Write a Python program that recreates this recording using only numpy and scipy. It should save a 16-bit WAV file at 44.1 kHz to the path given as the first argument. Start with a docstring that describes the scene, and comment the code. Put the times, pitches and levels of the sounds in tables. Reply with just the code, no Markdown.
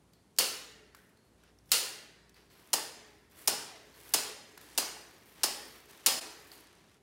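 """Air noise and a throbbing motor hum fill a large workshop throughout. Hand snips tick on a welded
wire mesh, which scrapes on the concrete floor. Then the first cut: the strand parts with a crack, the
jaws clap shut, the mesh slaps the floor, the steel rings and the hall answers. After a second cut the
mesh is lifted and six more follow at a quicker pace, with ticks and scrapes between them.
Just after the last cut the level dips briefly; a final tick and scrapes close the scene."""
import sys
import numpy as np
from scipy import signal
from scipy.fft import rfft, irfft
from scipy.io import wavfile
from scipy.ndimage import uniform_filter1d

SR = 44100
rng = np.random.default_rng(int(sys.argv[2]) if len(sys.argv) > 2 else 0)


def dump(signal):
    """Clip the signal to [-1, 1] and save it as 16-bit WAV at the path in sys.argv[1]."""
    limited = np.clip(np.atleast_2d(signal).T, -1, 1)
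    pcm = np.round(limited * 32767).astype(np.int16)
    wavfile.write(sys.argv[1], SR, pcm)


N = 309582

# Colour of the moving air. Each row: frequency in Hz, relative level in dB.
AIR_COLOUR = [(18, -46.5), (30, -6.5), (50, -9.5), (64, -10), (77, -1), (179, -2), (345, -6.5), (393, -2),
              (460, -9), (567, -11.5), (757, -12.5), (1660, -20), (2110, -21.5), (4630, -25.5),
              (7230, -26.5), (10200, -27), (15900, -40.5)]
# Steady motor tones; the lowest three beat together. Each row: pitch in Hz, level in dB.
MOTOR_TONES = [(57.43, -65.5), (58.65, -68.3), (58.96, -75.2), (81.8, -80), (114.9, -76), (120, -79.5),
               (398.4, -78)]
# Wavering motor tones. Each row: pitch in Hz, width in Hz, level in dB.
MOTOR_WHIRS = [(173, 10, -70.5), (233, 3, -72.5), (290, 3.3, -73.5), (400, 8, -76.5)]
# Small metal ticks: snips touching the wire, and the bright starts of mesh scrapes.
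# Each row: start in seconds, level in dB, pitch in Hz, width in Hz, tail over the tick in dB.
METAL_TICKS = [(.134, -45, 4380, 600, -21), (0.364, -43, 6860, 3060, -24), (.375, -41.5, 6030, 3000, -22),
               (0.9477, -35, 1495, 694, -21.5), (1.172, -53, 4300, 400, -15),
               (1.251, -60, 12000, 4000, -15), (1.382, -59, 6200, 890, -19), (1.436, -47, 1395, 496, -24),
               (1.587, -51, 5600, 912, -25), (1.657, -55, 5600, 900, -22), (1.693, -44.5, 5040, 3860, -14),
               (1.707, -43.5, 3050, 300, -15), (2.294, -44.5, 5040, 5140, -37),
               (2.343, -47, 4500, 700, -17), (2.367, -49, 5000, 710, -19), (2.501, -51, 4350, 170, -10),
               (2.582, -55, 11400, 900, -20.5), (3.299, -53, 13200, 2000, -11.5),
               (3.368, -45.5, 11600, 2000, -20), (3.94, -49, 4320, 400, -14.5),
               (4.052, -47, 11900, 1496, -13), (4.5761, -33, 1500, 1200, -21),
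               (4.577, -38.5, 4500, 1500, -19), (4.613, -38, 11600, 3000, -16.5),
               (5.2575, -47.5, 13500, 2000, -13.5), (6.5166, -34.5, 4400, 610, -18)]
# Decay of the hall. Each row: frequency in Hz, t60 in seconds.
HALL_DECAY = [(150, 1), (300, 1.38), (420, 1.11), (1040, 0.94), (1850, 1.044), (2760, 0.88), (4500, 0.85),
              (7280, 0.67), (15000, 0.39)]
# Pipes and rolls of mesh that ring on. Each row: pitch in Hz, width in Hz, weight in dB, t60 in seconds.
HOLLOW_MODES = [(426.6, 11, 2.5, 2.15), (1810, 350, -9, 1.8)]
# Mesh dragged on concrete. Each row: start in seconds, time until it fades in seconds, fizz level in dB,
# change over that time in dB, grind over fizz in dB, upper over lower fizz in dB.
MESH_DRAGS = [(0.142, .03, -67.5, -10, 2, 3), (0.958, 0.19, -57.5, -18, 2.5, 4),
              (1.376, .12, -76, 4.5, 14, -7), (1.633, 0.097, -81.5, 31, 1, 12),
              (2.352, 0.13, -58.5, -10.5, 7.5, -1), (2.502, 0.28, -59, -2, 6.5, 4.5),
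              (3.05, 0.22, -65.5, -6, 6, 2), (3.302, .07, -63, 3.5, 7, 7),
              (3.369, 0.095, -48.5, -1, 1, 7.5), (3.601, 0.61, -58, -2.5, 3.5, -3),
              (3.94, 0.12, -52, 2, 0, 1.5), (4.049, .09, -50.5, 3.5, 1, 5), (4.301, 0.49, -62, 10, 0, -6),
              (4.599, .18, -54, 1, 2, -8), (4.952, .29, -56, -2.5, 4, 1), (5.254, 0.1, -55, -1, 3, 4.5),
              (5.348, 0.074, -55, 6.5, 3, -3.5), (5.547, 0.21, -51, -1.5, 1.5, 3.5),
              (5.751, 0.14, -54, -4.5, 4.5, 3), (5.881, 0.24, -49.5, -3.5, 2.5, -3),
              (6.249, 0.29, -55, 1.5, 1.5, 4.5), (6.517, .14, -48, -13.5, 2.5, 8),
              (6.561, 0.41, -54, -9.5, 5.5, -8.5)]
# Colours of a drag's fizz and grind and a strand's crack. Each row: frequency in Hz, weight in dB.
FIZZ_COLOUR = [(1800, -25), (3000, -5), (5000, -4), (7000, -1), (9000, 0), (11800, 1), (13500, -1),
               (15900, -3)]
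GRIND_COLOUR = [(180, -30), (300, 2), (590, -6), (1010, -4.5), (1350, -7), (1760, -5), (3250, -8.5),
                (6000, -14), (7800, -34), (13200, -120)]
CRACK_COLOUR = [(59, -57.5), (100, -17), (349, -3.5), (423, -4), (460, -6), (799, -3.5), (1200, -6.5),
                (1450, -8.5), (2210, -6.5), (3600, -6.5), (4950, -11), (5870, -5), (15900, -10)]
# The strands being cut. Each row: start in seconds, crack in dB, mesh ring in dB, jaw clap delay in
# seconds, clap in dB, thump in dB, lift off the floor from 0 to 1, mode pitch as a ratio.
STRAND_CUTS = [(0.3856, -4, -14.5, .0120, -23.5, -13.5, 0, 1),
               (1.7167, -3, -12.5, 0.012, -20.5, -38.5, 0.16, 0.99),
               (2.731, -8, -21.5, 0.007, -6, -12, 0.96, 0.99),
               (3.4748, -6.5, -20.5, 0.0053, -4.5, -10, 0.88, 0.997),
               (4.1372, -6, -19, 0.0068, -6.5, -9, 0.78, 0.99),
               (4.7765, -8, -22, 0.0068, -9, -11, 0.86, 0.974),
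               (5.4334, -7, -21, 0.0056, -8.5, -11.5, 0.8, 1.005),
               (6.0612, -2.5, -15.5, 0.0054, -6.5, -15, 0.7, 0.993)]
# Modes of mesh, snips and wire in seven groups. Each mode: pitch in Hz, width in Hz, weight in dB.
STEEL_MODES = [
    [(508, 95, 9.5)],
    [(890, 1100, 10)],
    [(1400, 160, 13)],
    [(2870, 330, 12)],
    [(4416, 370, 13.5)],
    [(4710, 85, 13.5), (5080, 260, 19)],
    [(7040, 420, 11.5), (9340, 1900, 12.5), (12100, 220, -1.5)],
]
# How a cut shakes the mesh, lying and lifted. Each lists: seven mode group weights in dB,
# tilt in dB per octave, crack t60 in seconds.
MESH_LYING = (0.5, -26, -5, -2, 2, -5, -8.5, 0.98, 0.0528)
MESH_LIFTED = (-7.5, 1, -10, -3, -0.5, 1.4, -4.5, 0.76, 0.0725)
# A brief dip in level. Each row: time in seconds, gain in dB.
LEVEL_DIP = [(6.193, -11), (6.202, -24), (6.207, -23.5), (6.213, -12.5)]

AIR_DB, HUM_SWELL_S = -55.5, 4.82  # at this moment the motor tones swell together
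RISE_S, BUILD_S = .0004, .010  # attack of a crack, bloom of hall and mesh ring
TICK_T60, TICK_RING = .012, 6.0  # shortest decay in seconds, extra decay times width in s Hz
DRAG_RISE_S, DRAG_T60 = .0054, .15
CATCHES_PER_S, CATCH_DB = 150, -1  # wire ends snagging during a drag
CLAP_T60, RING_T60 = .021, .49
THUMP_HZ, THUMP_END_HZ, THUMP_T60, THUMP_LAG_S = 1500, 220, .022, .0013  # the lag follows the clap
SLAP_DB, SLAP_SHARE, SLAP_HZ = -12, .21, 700  # usual thump over crack; a harder slap adds bass
ROOF_S, ROOF_DB, ROOF_T60 = .0243, -7.5, .012  # roof echo of the crack
WALL_S, WALL_DB = .043, -9  # wall echo of the thump
LOW_CUT_HZ, HIGH_CUT_HZ = 45, 15880


def gain_of(db):
    return 10 ** (np.asarray(db) / 20)


def unit_rms(x):
    return x / np.sqrt(np.mean(x ** 2) + 1e-20)


def curve_at(points, hz):
    f, value = np.transpose(points)
    return np.interp(np.log(hz + 1), np.log(f + 1), value)


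def add(mix, start_s, sound):
    part = mix[round(start_s * SR):][:len(sound)]
    part += sound[:len(part)]


def shaped(gain, size):
    """Noise of rms 1 whose spectrum follows gain(hz)."""
    return unit_rms(irfft(rfft(rng.standard_normal(size)) * gain(np.fft.rfftfreq(size, 1 / SR)), size))


def coloured(points, size):
    return shaped(lambda hz: gain_of(curve_at(points, hz)), size)


def resonate(x, hz, width):
    return signal.lfilter(*signal.iirpeak(hz, hz / width, SR), x)


def peak(hz, centre_hz, width):
    """Power of a resonance, 1 at its centre."""
    return 1 / (1 + (2 * (hz - centre_hz) / width) ** 2)


def dying(t, t60, rise):
    return gain_of(-60 * t / t60) * (1 - np.exp(-t / rise))


def workshop():
    """The bed: moving air, close motor tones beating into a throb, and faint whirs above."""
    t = np.arange(N) / SR - HUM_SWELL_S
    hum = sum(np.sqrt(2) * gain_of(db) * np.cos(2 * np.pi * hz * t) for hz, db in MOTOR_TONES)
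    whirs = sum(gain_of(db) * unit_rms(resonate(rng.standard_normal(N), hz, width))
                for hz, width, db in MOTOR_WHIRS)
    return gain_of(AIR_DB) * coloured(AIR_COLOUR, N) + hum + whirs


def tick(db, centre_hz, width, tail_db):
    """A small metal tick: a wide click, a ring that lasts longer the narrower it is, and a hall tail."""
    t = np.arange(4096) / SR
    ring = lambda hz: peak(hz, centre_hz, width)
    click = lambda hz: hz / (hz + 1500) / (1 + hz / 9000)
    out = gain_of(db + tail_db) * hall(lambda hz: ring(hz) + .25 * click(hz))
    add(out, 0, gain_of(db) * shaped(ring, len(t)) * dying(t, TICK_T60 + TICK_RING / width, RISE_S / 2))
    add(out, 0, gain_of(db - 2.5) * shaped(click, len(t)) * dying(t, t60=.029, rise=RISE_S / 2))
    return out


def hall(colour, ragged_db=4.0):
    """A dense tail blooms as the walls answer; each band dies at its own speed and hollows ring on."""
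    noise = rng.standard_normal(SR + SR // 2)
    hz, frame_s, bands = signal.stft(noise, SR, nperseg=1024, noverlap=768)
    fall = gain_of(-60 * frame_s / curve_at(HALL_DECAY, hz)[:, None])
    flicker = unit_rms(uniform_filter1d(rng.standard_normal(bands.shape), size=24))
    ragged = gain_of(ragged_db * flicker)  # small wire modes come and go
    bands = bands * fall * ragged * colour(hz)[:, None]
    tail = signal.istft(bands, SR, nperseg=1024, noverlap=768)[1][:len(noise)]
    t = np.arange(len(noise)) / SR
    tail += sum(gain_of(db - 60 * t / t60) * colour(f) * resonate(noise, f, width)
                for f, width, db, t60 in HOLLOW_MODES)
    early_rms = np.sqrt(np.mean(tail[:SR // 10] ** 2))
    return tail / early_rms * (1 - np.exp(-(t / BUILD_S) ** 2))


def drag(length, fizz_db, change_db, grind_db, tilt_db):
    """Wire catches on floor grit: a bright fizz and a duller grind, grainy, half a second at most."""
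    t = np.arange(SR // 2) / SR
    level_db = fizz_db + change_db * np.minimum(t / length, 1)
    level_db -= 60 * np.maximum(t - length, 0) / DRAG_T60
    grit = gain_of(1.6 * unit_rms(uniform_filter1d(rng.standard_normal(len(t)), 120)))
    snags = rng.exponential(1, len(t)) * (rng.random(len(t)) < CATCHES_PER_S / SR)
    catches = signal.lfilter([1], [1, -np.exp(-1 / (.0013 * SR))], snags)  # each lets go quickly
    fizz = coloured(FIZZ_COLOUR, len(t)) * unit_rms(1 + gain_of(CATCH_DB) * catches)
    lower = signal.sosfilt(signal.butter(2, 10000, fs=SR, output="sos"), fizz)
    fizz = lower / gain_of(tilt_db / 2) + (fizz - lower) * gain_of(tilt_db / 2)
    grind = gain_of(grind_db) * coloured(GRIND_COLOUR, len(t))
    return gain_of(level_db) * (1 - np.exp(-t / DRAG_RISE_S)) * grit * (fizz + grind)


def cut(crack_db, ring_db, clap_s, clap_db, thump_db, lifted, pitch):
    """The strand cracks, the jaws clap, the mesh slaps and rings; roof, wall and hall answer."""
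    *groups_db, tilt_db, crack_t60 = np.add(MESH_LYING, lifted * np.subtract(MESH_LIFTED, MESH_LYING))
    t = np.arange(SR // 2) / SR

    def steel(hz, sharp=.39):
        """Colour of the struck steel; a higher sharp makes the modes stand out."""
        modes = sum(gain_of(2 * (group_db + mode_db)) * peak(hz, f * pitch, width)
                    for group_db, group in zip(groups_db, STEEL_MODES) for f, width, mode_db in group)
        bass_db = SLAP_SHARE * (thump_db - crack_db - SLAP_DB) * peak(hz, 0, 2 * SLAP_HZ)
        slope_db = tilt_db * np.log2((hz + 50) / 4000)
        return gain_of(curve_at(CRACK_COLOUR, hz) + bass_db + slope_db) * (1 + modes) ** sharp

    def burst(db, colour, t60, rise=RISE_S):
        return gain_of(db) * shaped(colour, len(t)) * dying(t, t60, rise)

    fracture = lambda hz: steel(hz) * hz / (hz + 2500)  # the break itself has little bass
    out = gain_of(crack_db - 19) * hall(lambda hz: steel(hz, sharp=.3))  # the walls blur the modes
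    add(out, 0, burst(crack_db, fracture, crack_t60))
    add(out, 0, burst(ring_db, lambda hz: steel(hz, sharp=.6), RING_T60, BUILD_S))
    add(out, ROOF_S, burst(crack_db + ROOF_DB, steel, ROOF_T60))
    add(out, clap_s, burst(clap_db, fracture, CLAP_T60))
    thump = floor_thump(t, thump_db)
    add(out, clap_s + THUMP_LAG_S, thump)
    add(out, clap_s + THUMP_LAG_S + WALL_S, gain_of(WALL_DB) * thump)
    return out


def floor_thump(t, db):
    """The mesh slaps the concrete: a short tone that dives in pitch."""
    falling_hz = THUMP_END_HZ + (THUMP_HZ - THUMP_END_HZ) * np.exp(-t / .0025)
    return gain_of(db) * dying(t, THUMP_T60, rise=.00056) * np.sin(2 * np.pi * np.cumsum(falling_hz) / SR)


def scene():
    """Cuts, ticks and drags on their cues, over the workshop bed, in mono."""
    mix = np.zeros(N)
    for source, cues in (cut, STRAND_CUTS), (tick, METAL_TICKS), (drag, MESH_DRAGS):
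        for start_s, *settings in cues:
            add(mix, start_s, source(*settings))
    return (mix + workshop())[None]


def record(dry):
    """One short dip in level, the bass cut of the microphone, then a steep top cut."""
    dipped = dry * gain_of(np.interp(np.arange(N) / SR, *np.transpose(LEVEL_DIP)))
    thinned = signal.sosfilt(signal.butter(4, LOW_CUT_HZ, "high", fs=SR, output="sos"), dipped)
    top_cut = signal.firwin(255, HIGH_CUT_HZ, window=("kaiser", 9), fs=SR)
    return signal.oaconvolve(thinned, top_cut[None], "same")


dry = scene()
out = record(dry)
dump(out)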